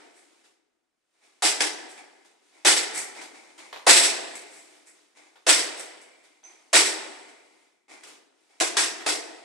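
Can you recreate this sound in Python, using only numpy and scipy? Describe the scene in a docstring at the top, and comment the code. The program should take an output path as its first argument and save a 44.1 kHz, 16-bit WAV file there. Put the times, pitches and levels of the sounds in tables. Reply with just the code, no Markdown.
"""A boxer punches a hanging heavy bag in a bare gym with a wooden floor, a few metres from a phone.
The gym still rings from an earlier blow; the chains tick and chafe as the bag swings, soles scuff and step.
Each blow then slaps the vinyl, thuds into the bag, crunches its filling and springs back, amid rustling clothes.
Between blows toes tap, the cover creases and, later on, one sole squeaks.
Sources are shaped noise or tones; hard walls throw them back and the phone widens the stereo image."""
import sys
import numpy as np
from scipy import signal
from scipy.fft import rfft, irfft, next_fast_len
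from scipy.io import wavfile
from scipy.ndimage import uniform_filter1d

SR = 44100
rng = np.random.default_rng(int(sys.argv[2]) if len(sys.argv) > 2 else 0)


def unload_audio(sound):
    """Save the sound as a 16-bit wav file, at the path given as the first command line argument."""
    columns = np.transpose(np.atleast_2d(sound))
    # keep every value between -1 and 1, then stretch to whole-number steps
    steps = np.round(np.clip(columns, -1, 1) * 32767)
    wavfile.write(sys.argv[1], SR, steps.astype(np.int16))


N = 416304
LEAD = SR  # samples; the scene starts a second early, so the room already rings
SPOTS = 4  # sounding places, each with its own path through the room

# gloves hitting the bag: start_s, slap_db, thud_db, crunch_db
PUNCHES = [(-.5, 13.5, 4, 11), (1.4212, 9, 1.5, 13), (1.604, 10.5, -8.5, 0), (2.6478, 13.5, 5.5, 17),
           (3.865, 17, 12, 20), (5.465, 10.5, 2, 17.5), (6.729, 15.5, 3.5, 17.5), (8.606, 9, 1.5, 0),
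           (8.767, 11.5, -5.5, 9.5), (9.061, 6, 0.5, 7)]


def amp(db):
    """Decibels to gain."""
    return 10 ** (np.asarray(db) / 20)


def unit(x):
    """Scale to an energy of one."""
    return x / np.sqrt(np.sum(x ** 2))


def gains(points, size):
    """Gain at each transform bin of a (freq_hz, level_db) spectrum, interpolated over log frequency."""
    hz, db = np.transpose(points)
    bin_hz = np.arange(size // 2 + 1) * SR / size
    return amp(np.interp(np.log(bin_hz + 1), np.log(hz), db))


def shade(x, points):
    """Filter by a spectrum without shifting phase."""
    size = 2 * next_fast_len(len(x) // 2 + 2048, True)
    return irfft(rfft(x, size) * gains(points, size), size)[:len(x)]


def colour(x, points, size=2048):
    """Causal minimum-phase filter of unit energy, so attacks stay sharp."""
    cepstrum = irfft(np.log(gains(points, size)))
    # fold the cepstrum onto positive time
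    cepstrum[1:size // 2] *= 2
    cepstrum[size // 2 + 1:] = 0
    response = unit(irfft(np.exp(rfft(cepstrum))))
    return signal.oaconvolve(np.atleast_2d(x), response[None], axes=1)[:, :x.shape[-1]]


def add(track, start_s, sound):
    """Mix a sound into a track at its time."""
    i = LEAD + int(start_s * SR)
    track[i:i + len(sound)] += sound[:len(track) - i]


def grains(swell_s, decay_s, spread_db, patchy_db=0):
    """Tiny clicks of uneven size that swell and die away, optionally bunched into patches of milliseconds."""
    t = np.arange(SR // 3) / SR
    envelope = np.minimum(t / swell_s, 1) * np.exp(-np.maximum(t - swell_s, 0) / decay_s)
    sizes = amp(spread_db * np.minimum(rng.exponential(size=len(t)), 5))
    patches = uniform_filter1d(rng.standard_normal(len(t)), size=128)
    patch_gain = amp(patchy_db * patches / patches.std())
    return unit(envelope * sizes * patch_gain * rng.standard_normal(len(t)))


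def bursts(events, swell_share, spread_db):
    """A burst of small contacts for each event; its swell is a share of its decay."""
    track = np.zeros(LEAD + N)
    for s, db, decay_s in events:
        add(track, s, amp(db) * grains(swell_share * decay_s, decay_s, spread_db))
    return track


def scatter(track):
    """Share samples at random among several spots on the bag or floor, one row a spot."""
    spot_of_sample = rng.integers(SPOTS, size=len(track))
    return track * (spot_of_sample == np.arange(SPOTS)[:, None])


def room_hush():
    """Faint air of the room: steady coloured noise."""
    # freq_hz, level_db
    hush_spectrum = [(30, -12), (140, -12), (270, 0), (1000, -6), (2000, -7), (3000, -11), (9000, -14),
                     (13000, -28)]
    return amp(-86) * colour(rng.standard_normal(N), hush_spectrum)[0]


def chains():
    """Steel links tick on each other; after each blow they chafe in one narrow ring as the bag swings."""
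    # chains snatching at their hook: start_s, level_db, decay_s
    snatches = [(.135, -26, 0.05), (1.88, -18, 0.031), (2.93, 0.5, 0.034), (2.955, -2.5, 0.031),
                (2.974, -3, .0038), (4.353, -9.5, .003), (4.48, -16, 0.087), (4.855, -21, .025),
                (5.768, -12.5, .015), (5.795, -7.5, 0.0024), (6.012, -23.5, 0.0074)]
    # links, then ring of the hook: freq_hz, level_db
    link_spectrum = [(60, -47), (170, -18), (350, -3), (1400, -3.5), (2200, 4.5), (3000, -10.5),
                     (6000, -1.5), (7000, -2), (7900, 7), (9500, -1), (13000, -22)]
    hook_spectrum = [(1200, -46), (1800, -16), (2050, 1.5), (2350, -2), (2700, -23), (4000, -51)]
    chafe_db, chafe_t60_s = -71, 1.49  # level against the crunch; time to fall 60 dB
    chafing, t = np.zeros(LEAD + N), np.arange(3 * SR) / SR
    slowing = np.exp(-np.log(1000) * (t / chafe_t60_s) ** 2)
    for s, _, _, crunch_db in PUNCHES:
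        add(chafing, s, amp(chafe_db + crunch_db) * slowing * rng.standard_normal(len(t)))
    ticks = bursts(snatches, swell_share=0.66, spread_db=4.0)
    return colour(scatter(ticks), link_spectrum) + colour(scatter(chafing), hook_spectrum)


def clothes():
    """Clothes and gloves rustle from each wind-up until the boxer settles, louder for heavy thuds."""
    rustle_db, rustle_db_per_thud_db = -71, .9
    wind_up_s, settle_s, fade_db_per_s = .19, .9, 89.5
    t = np.arange(-LEAD, N) / SR
    effort = np.zeros(len(t))
    for s, _, thud_db, _ in PUNCHES:
        resting_s = np.maximum(np.maximum(s - wind_up_s - t, t - s - settle_s), 0)
        level_db = rustle_db + rustle_db_per_thud_db * thud_db - fade_db_per_s * resting_s
        effort = np.maximum(effort, amp(level_db))
    return effort * rng.standard_normal(len(t))


def footwork():
    """Soles slide, steps roll and toes tap on the boards; clothes rustle with the colour of the soles."""
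    # soles sliding over the varnish: start_s, level_db, decay_s
    scuffs = [(.435, -29, .03), (1.232, -32.5, .028), (2.245, -28, .02), (3.21, -12, .02),
              (3.577, -18.5, .015), (4.92, -27, .15), (6.232, -28.5, .029), (8.034, -16, .007),
              (8.058, -16, .055)]
    # sneakers landing and rolling: start_s, level_db, decay_s
    steps = [(1.12, -40.5, .1), (1.2, -30, .09), (1.975, -16.5, 0.0096), (2.52, -25.5, 0.086),
             (3.14, -9, 0.058), (3.31, -15.5, 0.14), (3.576, -14.5, .07), (5.145, -20, 0.075),
             (6.43, -19.5, .11), (7.28, -23.5, 0.018), (7.878, -14, 0.084), (8.48, -28.5, 0.13)]
    # toes on the boards: start_s, level_db
    taps = [(3.727, -8.5), (3.76, -12.5), (5.356, -25.5), (6.43, -30), (9.008, -13)]
    # sliding sole, boards, hollow knock of a toe: freq_hz, level_db
    sole_spectrum = [(120, -21), (300, 4), (800, 0.5), (2200, 2), (3200, 0.5), (5500, -2), (9000, -2),
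                     (12500, -21)]
    board_spectrum = [(90, -37.5), (190, -14.5), (300, 5), (500, -0.5), (780, 7), (1200, 0), (1700, -0.5),
                      (2200, 8), (2800, -4.5), (5000, -5), (9000, -5.5), (13000, -32)]
    toe_spectrum = [(150, -23.5), (400, -5), (900, 5), (1600, -1.5), (3700, -3.5), (5000, -10.5),
                    (12000, -26)]
    tap_decay_s, step_swell = .004, 0.21
    rubbing = bursts(scuffs, swell_share=.25, spread_db=1.5) + clothes()
    rolling = bursts(steps, step_swell, spread_db=7.5)
    tapping = bursts([(s, db, tap_decay_s) for s, db in taps], step_swell, spread_db=7.5)
    sliding_spots = colour(scatter(rubbing), sole_spectrum)
    step_spots = colour(scatter(rolling), board_spectrum)
    tap_spots = colour(scatter(tapping), toe_spectrum)
    return sliding_spots + step_spots + tap_spots


def squeeze():
    """The padding stiffens as it is crushed, so its rough hollow note climbs quickly."""
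    start_hz, octave_s, attack_s, climb_s, decay_s = 330.4, .0145, 0.012, .038, 0.0053
    t = np.arange(SR // 8) / SR
    hz = start_hz * 2 ** (np.minimum(t, climb_s) / octave_s)
    envelope = np.minimum(t / attack_s, 1) * np.exp(-np.maximum(t - climb_s, 0) / decay_s)
    rough = uniform_filter1d(rng.standard_normal(len(t)), size=128)
    return unit(envelope * rough * np.sin(2 * np.pi * np.cumsum(hz) / SR))


def punches():
    """Glove slaps vinyl, bag thuds, filling crunches under the sinking fist, then the cover springs back."""
    # cover creasing as the bag recoils or a glove grazes it: start_s, level_db, decay_s
    creases = [(2.76, 8.5, 0.008), (3.945, 17, 0.023), (4.02, 13, .021), (5.577, 5.5, 0.0096),
               (6.836, 6, 0.025), (8.6, 3.5, 0.0023)]
    # vinyl, filled bag, flattened glove, filling: freq_hz, level_db
    slap_spectrum = [(90, -36.5), (200, -16), (300, 1.5), (500, -3.5), (780, 4), (1200, 2.5), (2000, 4.5),
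                     (3000, 2), (5000, 1), (8000, 0.5), (10000, -2), (13000, -30)]
    thud_spectrum = [(70, -35), (130, -33), (210, -21.5), (300, 3.5), (420, 1), (700, 7.5), (1100, -4),
                     (3000, -20.5), (8000, -40.5)]
    knock_spectrum = [(100, -42.5), (350, -6), (750, -5.5), (1100, 1), (1800, 4), (2600, -1.5),
                      (6000, -13.5), (13000, -39.5)]
    crunch_spectrum = [(60, -51), (150, -37), (300, -8), (1000, -11), (2000, 3), (3000, 0.5), (5500, 2),
                       (7000, -3), (7900, 8), (8800, -0.5), (10300, -5), (13000, -26.5)]
    slap_decay_s, slap_doubling_db = 0.0048, 6.5  # decay at 0 dB crunch; extra crunch that doubles it
    flat_s, sink_s, rebound_s = .023, 0.034, .061  # padding flat, fist deepest, cover springs back
    crunch_decay_s, rebound_decay_s = 0.011, 0.0078
    squeeze_db, smack_db, knock_db, rebound_db = -12.5, -10, -15, -8  # against the crunch
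    padding_low_hz = 383  # the padding note is cut below this

    slap, thud, knock, crunch, padding = np.zeros((5, LEAD + N))
    for s, slap_db, thud_db, crunch_db in PUNCHES:
        # a deeper blow keeps the glove on the vinyl longer
        slap_s = slap_decay_s * 2 ** (crunch_db / slap_doubling_db)
        add(slap, s, amp(slap_db) * grains(0.0027, slap_s, spread_db=2.5))
        add(thud, s, amp(thud_db) * grains(0.0067, 0.0019, spread_db=0.0))
        crushing = grains(sink_s, crunch_decay_s, spread_db=3.5, patchy_db=5.5)
        add(crunch, s, amp(crunch_db) * crushing)
        add(padding, s, amp(crunch_db + squeeze_db) * squeeze())
        # second contact, once the padding is flat
        smack = grains(.009, 0.014, spread_db=3, patchy_db=1.5)
        add(slap, s + flat_s, amp(crunch_db + smack_db) * smack)
        hollow = grains(0.0083, 0.0068, spread_db=4.0, patchy_db=4.5)
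        add(knock, s + flat_s, amp(crunch_db + knock_db) * hollow)
        rebound = grains(0.0006, rebound_decay_s, spread_db=2.5)
        add(crunch, s + rebound_s, amp(crunch_db + rebound_db) * rebound)
    crunch += bursts(creases, swell_share=1, spread_db=6)

    layers = ((slap, slap_spectrum), (thud, thud_spectrum),
              (knock, knock_spectrum), (crunch, crunch_spectrum))
    spots = sum(colour(scatter(track), spectrum) for track, spectrum in layers)
    high_pass = signal.butter(6, padding_low_hz, "high", fs=SR, output="sos")
    spots[0] += signal.sosfilt(high_pass, padding)
    return spots


def thumps():
    """The whole bag gives way under each blow: one deep swing of pressure, too weak to stir the room."""
    thump_db, thump_hz, decay_s = -33.5, 57.4, 0.0026
    db_per_thud_db = 0.16  # the filling stiffens under harder blows
    track, t = np.zeros(LEAD + N), np.arange(SR // 4) / SR
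    swing = unit(np.sin(2 * np.pi * thump_hz * t) * t * np.exp(-t / decay_s))
    for s, _, thud_db, _ in PUNCHES:
        add(track, s, amp(thump_db + db_per_thud_db * thud_db) * swing)
    return track[LEAD:]


def squeaks(waver=0.008):
    """Rubber sticks and slips on the floor at a high, unsteady rate: a sine of wavering pitch."""
    # start_s, pitch_hz, level_db, decay_s
    squeak_events = [(6.437, 6130, -17, .014)]
    track, t = np.zeros(LEAD + N), np.arange(SR // 2) / SR
    for s, hz, db, decay_s in squeak_events:
        drift = uniform_filter1d(rng.standard_normal(len(t)), size=96)
        phase = 2 * np.pi * np.cumsum(hz * (1 + waver * drift / drift.std())) / SR
        envelope = (1 - np.exp(-t / .002)) * np.exp(-t / decay_s)
        add(track, s, amp(db) * unit(np.sin(phase) * envelope))
    return track


def gym_echoes():
    """For each spot: scattered first returns and a diffuse tail whose bands each decay in two stages."""
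    # reverberation: freq_hz, early_t60_s, late_t60_s, late_share_db
    gym_bands = [(147, 0.2, 2.1, -15.5), (370, 0.91, 1.59, -9), (570, 0.22, 1.2, -7),
                 (734, 0.18, 1.346, -7.5), (1110, 0.32, 1.19, -10), (1840, 0.18, 1.074, -8.5),
                 (2200, .42, 0.99, -14), (2550, 0.28, 1.093, -11.5), (6500, 0.42, 1, -15.5),
                 (7400, 0.32, 1.1, -18), (13400, 0.36, 1.2, -25.5)]
    # returns from ceiling and walls: delay_s, level_db against the direct sound
    first_returns = [(.005, -3.5), (.012, -2), (.022, -9), (.033, -12), (.041, -12), (.063, -11)]
    diffuse_db, build_s, scatter_s = -0.5, 0.016, 0.0036
    size = 65536
    t = np.arange(size) / SR
    hz, *columns = np.transpose(gym_bands)
    log_bins = np.log(np.arange(size // 2 + 1) * SR / size + 1)
    noise, tails = rfft(rng.standard_normal((SPOTS, size))), 0
    # overlapping triangular bands, one a table row
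    for share, early_s, late_s, late_db in zip(np.eye(len(hz)), *columns):
        band = irfft(noise * np.interp(log_bins, np.log(hz), share))
        decay = np.hypot(amp(-60 * t / early_s), amp(late_db - 60 * t / late_s))
        tails = tails + band * decay
    build_up = 1 - np.exp(-t / build_s)
    responses = np.array([amp(diffuse_db) * unit(tail * build_up) for tail in tails])
    for response in responses:
        for s, db in first_returns:
            i = int(s * SR)
            response[i:i + SR // 3] += amp(db) * grains(0.0001, scatter_s, spread_db=5.5)
    return responses


def heard(spots, paths):
    """Sum of all spots, each by way of its own unit-energy path through the room."""
    paths = np.array([unit(path) for path in paths])
    return signal.fftconvolve(spots, paths, axes=1).sum(axis=0)[LEAD:LEAD + N]


def scene():
    """Sources reach two microphone ports directly and by way of the room; thumps and hush bypass the room."""
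    # share of the sound that differs between the ports: freq_hz, level_db
    port_difference = [(200, -12), (1000, -8), (3000, -11), (10000, -9)]
    thump_side = 1.1  # gain in the side channel; thumps are far stronger at the left port
    spots = chains() + footwork() + punches()
    spots[0] += squeaks()
    echoes = gym_echoes()
    direct = signal.unit_impulse(echoes.shape[1])
    deep = thumps()
    mid = heard(spots, direct + echoes) + deep + room_hush()
    # the difference of the ports uses each spot's neighbouring path
    side = shade(heard(spots, np.roll(echoes, 1, axis=0)), port_difference)
    side = side + thump_side * deep
    return np.array([mid + side, mid - side])


def record(dry):
    """The phone widens the image with short delays of opposite sign, clips the highest peaks, cuts the top."""
    # delayed copies in the side channel: freq_hz, level_db
    short_spectrum = [(60, -5.5), (150, -4), (300, 0), (1000, -4), (2500, -2), (5000, -4.5), (10000, -8.5)]
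    long_spectrum = [(1000, -32), (3000, -14.5), (6000, -7.5), (10000, -6)]
    short_lag_samples, long_lag_samples, top_hz = 72, 179, 13400
    mid = dry.mean(axis=0)
    short = np.pad(mid, (short_lag_samples, 0))[:N]
    long = np.pad(mid, (long_lag_samples, 0))[:N]
    side = shade(long, long_spectrum) - shade(short, short_spectrum)
    wide = np.clip(dry + np.array([side, -side]), -.9, .9)
    low_pass = signal.ellip(8, .2, 70, top_hz, fs=SR, output="sos")
    return signal.sosfilt(low_pass, wide)


dry = scene()
out = record(dry)
unload_audio(out)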